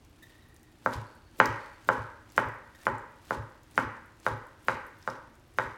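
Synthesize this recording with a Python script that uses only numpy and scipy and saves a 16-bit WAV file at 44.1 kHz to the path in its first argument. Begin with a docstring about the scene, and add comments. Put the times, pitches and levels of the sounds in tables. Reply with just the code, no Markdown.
"""Dicing meat on a kitchen board

A knife dices cooked meat on a plastic board lying on a stone counter in a hard-walled kitchen.
Each chop hisses through the meat (grainy noise), knocks the board (a force pulse on decaying modes) and
rings round the room (echoes and a noise tail). The counter thuds at two low modes as the board is struck
and again as it settles. Wet gloves and meat tick in noise bursts, over room rumble and faint narrow whines.
"""
import sys
import numpy as np
from scipy import signal
from scipy.fft import rfft, irfft
from scipy.io import wavfile
from scipy.ndimage import uniform_filter1d

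SR = 44100
rng = np.random.default_rng(int(sys.argv[2]) if len(sys.argv) > 2 else 0)


def level_to_linear(level):
    """Convert decibel levels to linear amplitude factors, elementwise."""
    exponent = np.asarray(level, float) / 20
    return 10 ** exponent


def to_wav(s):
    """Save 16-bit WAV."""
    ch = np.atleast_2d(s).T  # columns
    pcm = np.round(np.clip(ch, -1, 1) * 32767)  # PCM
    wavfile.write(sys.argv[1], SR, pcm.astype(np.int16))


N = 254571

# Blade on board. Each row: nominal start in seconds, knock peak in dB, main board ring in Hz,
# contact in ms, edge click gain in dB against the knock peak.
CHOPS = [(0.86, -9.5, 1502, 0.66, -39.5), (1.4, -1.5, 1502, 0.33, -37), (1.888, -6, 1510, 0.57, -40.5),
         (2.378, -5.5, 1507, 0.45, -41), (2.867, -9, 1530, 0.58, -50), (3.307, -13, 1496, 0.65, -39),
         (3.777, -7, 1472, 0.43, -37.5), (4.264, -10.5, 1490, 0.55, -35.5), (4.683, -9, 1465, 0.33, -34.5),
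         (5.075, -15.5, 1478, 0.63, -37), (5.585, -9.5, 1508, 0.48, -34)]
# Board modes. Each row: frequency in Hz at the usual spot, relative level in dB, t60 in seconds.
BOARD_MODES = [(224.2, -10.5, 0.036), (410, -12.5, 0.018), (533, -7.5, 0.026), (830, -17, 0.028),
               (877, -12.5, 0.013), (947, -27.5, 0.046), (950, -33.5, 0.053), (1170, -26.5, 0.011),
               (1490.6, 1, 0.0066), (1720, -11.5, .018), (1770, -5.5, 0.0073), (2280, -27.5, 0.0085),
               (2876, -22.5, 0.012)]
# First swing of each board mode: 1 towards the listener, -1 away.
MODE_SIGNS = [-1, -1, -1, -1, -1, -1, 1, 1, 1, -1, 1, 1, 1]
# Brief ring of the blade edge. Each row: frequency in Hz, level in dB before the click gain.
EDGE_MODES = [(3200, -20.5), (3800, 16), (4800, 14), (6000, 11), (7500, 5.5), (9500, -28.5), (12000, -11.5)]
# Nearest surfaces. Each row: delay in seconds, relative level in dB.
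ECHOES = [(.0027, -14.5), (.0055, -12.5), (0.0101, -11), (0.0114, -4.5), (0.0211, -14), (0.023, -30.5),
          (.034, -21.5), (.045, -25)]
# Room tail. Each row: frequency in Hz, relative level in dB, t60 in seconds.
ROOM_TAIL = [(150, -24, 0.71), (270, 12, 0.45), (390, 7, 0.48), (527, -0.5, 0.66), (682, -17, 0.92),
             (958, 7.5, 0.55), (1236, -7.5, 0.71), (1550, -4, 0.73), (2060, -3.5, 0.77), (3670, 0.5, 0.41),
             (4670, -6, 0.59), (8330, 6.5, 0.11), (15000, 7, 0.15)]
# Board settling on the counter. Each row: nominal start in seconds, level in dB,
# length in seconds, deep push from 0 to 1.
SETTLES = [(0.963, -32.5, 0.088, 0.94), (1.482, -32, 0.09, 0.6), (1.986, -35, 0.089, 0.7),
           (2.459, -34.5, 0.077, 0.7), (2.914, -37, 0.084, 0.64), (3.38, -34, 0.099, 0.93),
           (3.849, -36.5, 0.069, 0.75), (4.316, -32.5, 0.075, 0.5), (4.737, -37, 0.035, 0.43),
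           (5.659, -43.5, 0.074, 0.99)]
# Strokes through the meat, the first a hand shifting on it. Each row: loudest moment in seconds,
# nominal treble level in dB, swell in dB/s, fade in dB/s.
STROKES = [(0.299, -75, 58, 48), (0.927, -60.5, 144, 116), (1.435, -63, 163, 40), (1.925, -62, 158, 119),
           (2.39, -57, 214, 250), (2.861, -61.5, 153, 165), (3.326, -58, 172.5, 257),
           (3.797, -58, 225, 260), (4.278, -58.5, 259, 302), (4.7, -58.5, 246, 202), (5.098, -65, 141, 194),
           (5.616, -64.5, 209, 130)]
# Slicing spectrum. Each row: frequency in Hz, relative density in dB per Hz.
SLICE_SPECTRUM = [(1500, 5.5), (3000, 2.5), (6000, -2), (10000, -5), (16000, -13)]
# Clearest ticks of gloves and meat. Each row: start in seconds, direct peak in dB, centre in Hz,
# spectrum in dB one width above the centre.
TICKS = [(0.0483, -47.5, 5220, -9.5), (0.2283, -46, 6100, -3), (0.5437, -49, 9800, -20),
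         (0.5634, -48, 5940, -11), (0.595, -58, 7750, -16), (0.631, -49.5, 6450, -6),
         (0.9353, -34, 4750, -21), (1.3706, -48.5, 5770, 2), (1.4573, -21.5, 4900, -20),
         (1.8451, -50, 7610, -14), (1.9259, -44.5, 6720, -39.5), (2.301, -49.5, 6300, -34),
         (2.321, -44.5, 5280, -5), (2.364, -36.5, 7100, -23.5), (2.487, -47, 5900, -4),
         (2.7575, -49.5, 5940, -13), (2.818, -50.5, 5860, -16), (2.982, -48, 7800, -27),
         (3.2519, -48, 5130, -7), (3.633, -50, 5600, -8), (3.7106, -48, 8560, -10), (3.756, -44, 6840, -37),
         (4.0593, -53.5, 10000, -9), (4.2002, -46.5, 6360, -17), (4.4685, -50, 7600, -9.5),
         (4.6488, -42.5, 6420, 5.5), (4.8673, -48.5, 10900, -14), (5.0259, -46, 5200, -26.5),
         (5.1008, -38.5, 5160, -40), (5.539, -55.5, 7920, -15)]
# Narrow whines. Each row: start in seconds, length in seconds, level in dB before stutter and fade,
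# frequency in Hz.
WHINES = [(0.222, 0.055, -58.5, 1870), (0.292, 0.11, -60.5, 1865), (0.418, 0.12, -65, 1870),
          (0.539, 0.09, -67, 1860), (0.632, 0.14, -69.5, 1890), (2.745, 0.16, -62, 1840),
          (1.06, 0.32, -72.5, 4460), (1.6, 0.18, -70, 4430)]
# Room rumble. Each row: frequency in Hz, relative density in dB per Hz.
RUMBLE_SPECTRUM = [(12, -48), (20, -6), (113, -3), (130, -9), (172, -11), (210, -23), (228, -6.5),
                   (270, -14.5), (301, -7), (399, -17.5), (660, -22.5), (759, -21), (1190, -25),
                   (3250, -31.5), (16000, -48)]


def rms_one(x):
    """Scale to rms 1."""
    return x / np.sqrt(np.mean(x ** 2) + 1e-20)


def at_hz(points, hz, column=1):
    """Interpolate a table column on a log-frequency axis."""
    table = np.array(points)
    return np.interp(np.log(hz), np.log(table[:, 0]), table[:, column])


def coloured(points, size):
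    """Noise with the given spectrum, rms 1."""
    hz = np.maximum(np.arange(size // 2 + 1) * SR / size, 1)
    spectrum = rfft(rng.standard_normal(size)) * level_to_linear(at_hz(points, hz))
    return rms_one(irfft(spectrum, size))


def add(out, sound, start_s):
    """Mix a sound in at its start time."""
    i = max(round(start_s * SR), 0)
    out[i:i + len(sound)] += sound[:N - i]


def spot_gain_db(hz, contact_ms, ring_hz):
    """Contact length and striking spot tilt the drive of low, middle and high board modes."""
    longer_ms = contact_ms - 0.46   # a longer, flatter landing drives the outer modes more
    higher_hz = ring_hz - 1510.6    # spots that ring higher drive the middle and high modes more
    if hz < 700:
        return 1.46 + 5.5 * longer_ms
    if 700 < hz < 1150:
        return 0.08 * higher_hz
    if hz > 2000:
        return 67 * longer_ms + 0.0666 * higher_hz
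    return 0


def edge_click(t, rise_s=0.00015, t60_s=0.0061):
    """The blade edge rings as short bright decaying sines."""
    ring = sum(level_to_linear(db) * np.sin(2 * np.pi * hz * t) for hz, db in EDGE_MODES)
    return (1 - np.exp(-(t / rise_s) ** 2)) * level_to_linear(-60 * t / t60_s) * ring


def knocks(delay_s=0.00067, spread_db=1.4, allpass=0.915, allpass_count=6):
    """A smooth force pulse rings the board modes; the edge adds a click. One (start, sound) a chop."""
    t, sounds = np.arange(SR // 5) / SR, []
    main_hz = max(BOARD_MODES, key=lambda mode: mode[1])[0]
    click = edge_click(t)
    chance = rng.standard_normal((len(CHOPS), len(BOARD_MODES)))
    for (start_s, peak_db, ring_hz, contact_ms, click_db), luck in zip(CHOPS, chance):
        force = np.sin(np.pi * np.clip(1000 * t[:99] / contact_ms, 0, 1)) ** 2
        modes = np.zeros(len(t))
        for (hz, db, t60_s), sign, g in zip(BOARD_MODES, MODE_SIGNS, luck):
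            gain_db = db + spot_gain_db(hz, contact_ms, ring_hz) + spread_db * g
            ring = np.sin(2 * np.pi * hz * ring_hz / main_hz * t)
            modes += sign * level_to_linear(gain_db - 60 * t / t60_s) * ring
        knock = np.diff(np.convolve(force, modes)[:len(t)], prepend=0)
        for _ in range(allpass_count):   # bending waves: highs arrive first, lows trail
            knock = signal.lfilter([-allpass, 1], [1, -allpass], knock)
        sound = knock / np.abs(knock).max() + level_to_linear(click_db) * click
        sounds.append((start_s + delay_s, level_to_linear(peak_db) * sound))
    return sounds


def room_response(tail_db=-32, build_s=0.002, echo_hz=1600, length_s=0.8, alike=0.45):
    """Dull near echoes, then a dense tail whose bands die at their own rates; partly alike between spots."""
    t = np.arange(round(length_s * SR)) / SR
    edges_hz = 100 * 2 ** (np.arange(23) / 3)   # third octaves
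    white = rng.standard_normal((2, len(CHOPS) + 1, len(t)))
    # in the last response both parts are the same noise, so its tail is stronger
    white = np.sqrt(alike) * white[:, :1] + np.sqrt(1 - alike) * white[:, ::-1]
    tail = 0
    for k, (low_hz, high_hz) in enumerate(zip(edges_hz, edges_hz[1:])):
        hz = np.sqrt(low_hz * high_hz)
        band_filter = signal.butter(2, [low_hz, high_hz], "band", fs=SR, output="sos")
        band = signal.sosfilt(band_filter, white[k % 2])
        tail = tail + band * level_to_linear(at_hz(ROOM_TAIL, hz) - 60 * t / at_hz(ROOM_TAIL, hz, column=2))
    echoes = np.zeros(len(t))
    for delay_s, db in ECHOES:
        echoes[round(delay_s * SR)] += level_to_linear(db)
    echoes = signal.lfilter(*signal.butter(1, echo_hz, fs=SR), echoes)
    return echoes + level_to_linear(tail_db) * tail * (1 - np.exp(-(t / build_s) ** 2))


def kitchen(small, chop_room_db=-2.5, small_room_db=-8):
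    """Sum chops and small sounds, each direct and convolved with a room response."""
    *chop_rooms, small_room = room_response()
    out = small + level_to_linear(small_room_db) * signal.fftconvolve(small, small_room)[:N]
    for (start_s, sound), room in zip(knocks(), chop_rooms):
        add(out, sound, start_s)
        add(out, level_to_linear(chop_room_db) * signal.fftconvolve(sound, room), start_s)
    return out


def thuds(rise_s=0.008, fall_s=0.021, fade_s=0.11, push_s=0.0096, partner_ratio=1.25, partner_db=-9):
    """The counter hums at two close low modes while the board presses; a deeper push starts each thud."""
    out, t = np.zeros(N), np.arange(SR // 4) / SR
    # strike level follows the chop: 0.61 dB per dB, -33.5 dB at a 0 dB chop
    strikes = [(s, -33.5 + 0.61 * db, 116.1, 0.078, 0.1) for s, db, *_ in CHOPS]
    settles = [(s, db, 109.5, length_s, push) for s, db, length_s, push in SETTLES]
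    for start_s, level_db, hz, length_s, push in strikes + settles:
        release = 1 + np.exp((t - length_s) / fall_s)
        hold = (1 - np.exp(-(t / rise_s) ** 2)) * np.exp(-t / fade_s) / release
        partner = level_to_linear(partner_db) * np.sin(2 * np.pi * partner_ratio * hz * t)
        hum = np.sin(2 * np.pi * hz * t) + partner
        shove = push * t / push_s * np.exp(1 - t / push_s) * np.sin(1.3 * np.pi * hz * t)
        add(out, level_to_linear(level_db) * (hold * hum + shove), start_s - rise_s)
    return out


def squash(level_db=-41, lead_s=0.023, centre_hz=300):
    """Meat is pressed flat: a soft low puff swells until the chop; level is relative to the chop."""
    out, t = np.zeros(N), np.arange(round(lead_s * SR)) / SR
    spectrum = [(centre_hz / 3, -25), (centre_hz, 0), (centre_hz * 4, -25)]
    for start_s, peak_db, *_ in CHOPS:
        puff = coloured(spectrum, SR // 10)[:len(t)]
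        add(out, level_to_linear(peak_db + level_db) * t / lead_s * puff, start_s - lead_s)
    return out


def stroke_effort(hands_db=-80.5, cut_end_db_per_s=405, draw_db=-14, draw_db_per_s=40, round_s=0.005):
    """Gains before and after each stroke's peak: swell, fast fade, slow fade as the blade is drawn out."""
    t = np.arange(N) / SR
    cutting, after_cut = level_to_linear(hands_db), 0   # fingers never quite still
    for peak_s, db, swell_db_per_s, fade_db_per_s in STROKES:
        late_s = t - peak_s
        before_db = swell_db_per_s * np.maximum(-late_s, 0)
        cutting = cutting + level_to_linear(db - before_db - cut_end_db_per_s * np.maximum(late_s, 0))
        fade = level_to_linear(-fade_db_per_s * np.abs(late_s))
        withdraw = level_to_linear(draw_db - draw_db_per_s * np.abs(late_s))
        after_cut = after_cut + (late_s > 0) * level_to_linear(db) * (fade + withdraw)
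    return uniform_filter1d([cutting, after_cut], size=round(2 * round_s * SR))   # rounds the tops


def slicing(grains_per_s=500, hiss=0.57, treble_hz=6000, after_cut_hz=5800, after_db=3.5):
    """Fibres part as dense uneven grains on a soft hiss, duller past each stroke's peak."""
    grain_sizes = level_to_linear(3 * np.minimum(rng.exponential(1, N), 4))
    grains = (rng.random(N) < grains_per_s / SR) * grain_sizes
    rough = rms_one(signal.lfilter([1], [1, -0.93], grains))
    texture = hiss + (1 - hiss) * rough
    bright = coloured(SLICE_SPECTRUM, N) * texture
    dull = coloured(SLICE_SPECTRUM, N) * texture
    dull = signal.lfilter(*signal.butter(1, after_cut_hz, fs=SR), dull)
    treble = signal.sosfilt(signal.butter(4, treble_hz, "high", fs=SR, output="sos"), bright)
    cutting, after_cut = stroke_effort()
    # stroke levels refer to the treble of the bright noise
    return (cutting * bright + level_to_linear(after_db) * after_cut * dull) / np.std(treble)


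def ticks(t60_s=0.014, width_octaves=0.98, faint_count=45, faint_db=-60.5, faint_spread_db=6.0):
    """Gloves and meat tick as milliseconds of dying noise round a centre; fainter ones fall at random."""
    out, t = np.zeros(N), np.arange(SR // 20) / SR
    faint = [(when * N / SR, faint_db + faint_spread_db * (2 * size - 1), 9500 * 2 ** (pitch - 0.5), -12)
             for when, size, pitch in rng.random((faint_count, 3))]
    width = 2 ** width_octaves
    for start_s, peak_db, hz, upper_db in [*TICKS, *faint]:
        spectrum = [(hz / width ** 2, -34), (hz / width, -20), (hz, 0), (hz * width, upper_db)]
        tick = level_to_linear(-60 * t / t60_s) * coloured(spectrum, len(t))
        add(out, level_to_linear(peak_db) * tick / np.abs(tick).max(), start_s)
    return out


def narrow_noise(hz, size, width=0.065):
    """Noise in a narrow resonance; width is a share of its frequency."""
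    spectrum = [(hz * (1 - 2 * width), -30), (hz * (1 - width / 2), 0),
                (hz * (1 + width / 2), 0), (hz * (1 + 2 * width), -30)]
    return coloured(spectrum, SR // 2)[:size]


def whines(stutter_hz=30, stutter_db=3.5, ramp_s=0.0051, fade_db=-7.5, octave_db=-11):
    """Narrow noise, the low ones with a faint octave; each starts quickly, stutters and fades."""
    out = np.zeros(N)
    stutter = level_to_linear(stutter_db * coloured([(stutter_hz, 0), (3 * stutter_hz, -40)], N))
    for start_s, length_s, db, hz in WHINES:
        t = np.arange(round(length_s * SR)) / SR
        ramps = np.minimum(np.minimum(t, length_s - t) / ramp_s, 1)
        whine = narrow_noise(hz, len(t))
        if hz < 3000:
            whine = whine + level_to_linear(octave_db) * narrow_noise(2 * hz, len(t))
        add(out, ramps * level_to_linear(db + fade_db * t / length_s) * whine, start_s)
    return out * stutter


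def rumble(level_db=-58):
    """Steady room rumble: noise weighted to the lows."""
    return level_to_linear(level_db) * coloured(RUMBLE_SPECTRUM, N)


def scene():
    """Chops and ticks in their room, thuds, squash, slicing and the background."""
    return (kitchen(ticks()) + thuds() + squash() + slicing() + whines() + rumble())[None]


def top_cut(x):
    """Nothing passes above the cut-off."""
    return signal.sosfilt(signal.butter(12, 16500, fs=SR, output="sos"), x)


def record(dry, mic_low_hz=30):
    """The microphone drops the deepest bass."""
    thinned = signal.sosfilt(signal.butter(2, mic_low_hz, "high", fs=SR, output="sos"), dry)
    return top_cut(thinned)


dry = scene()
out = record(dry)
to_wav(out)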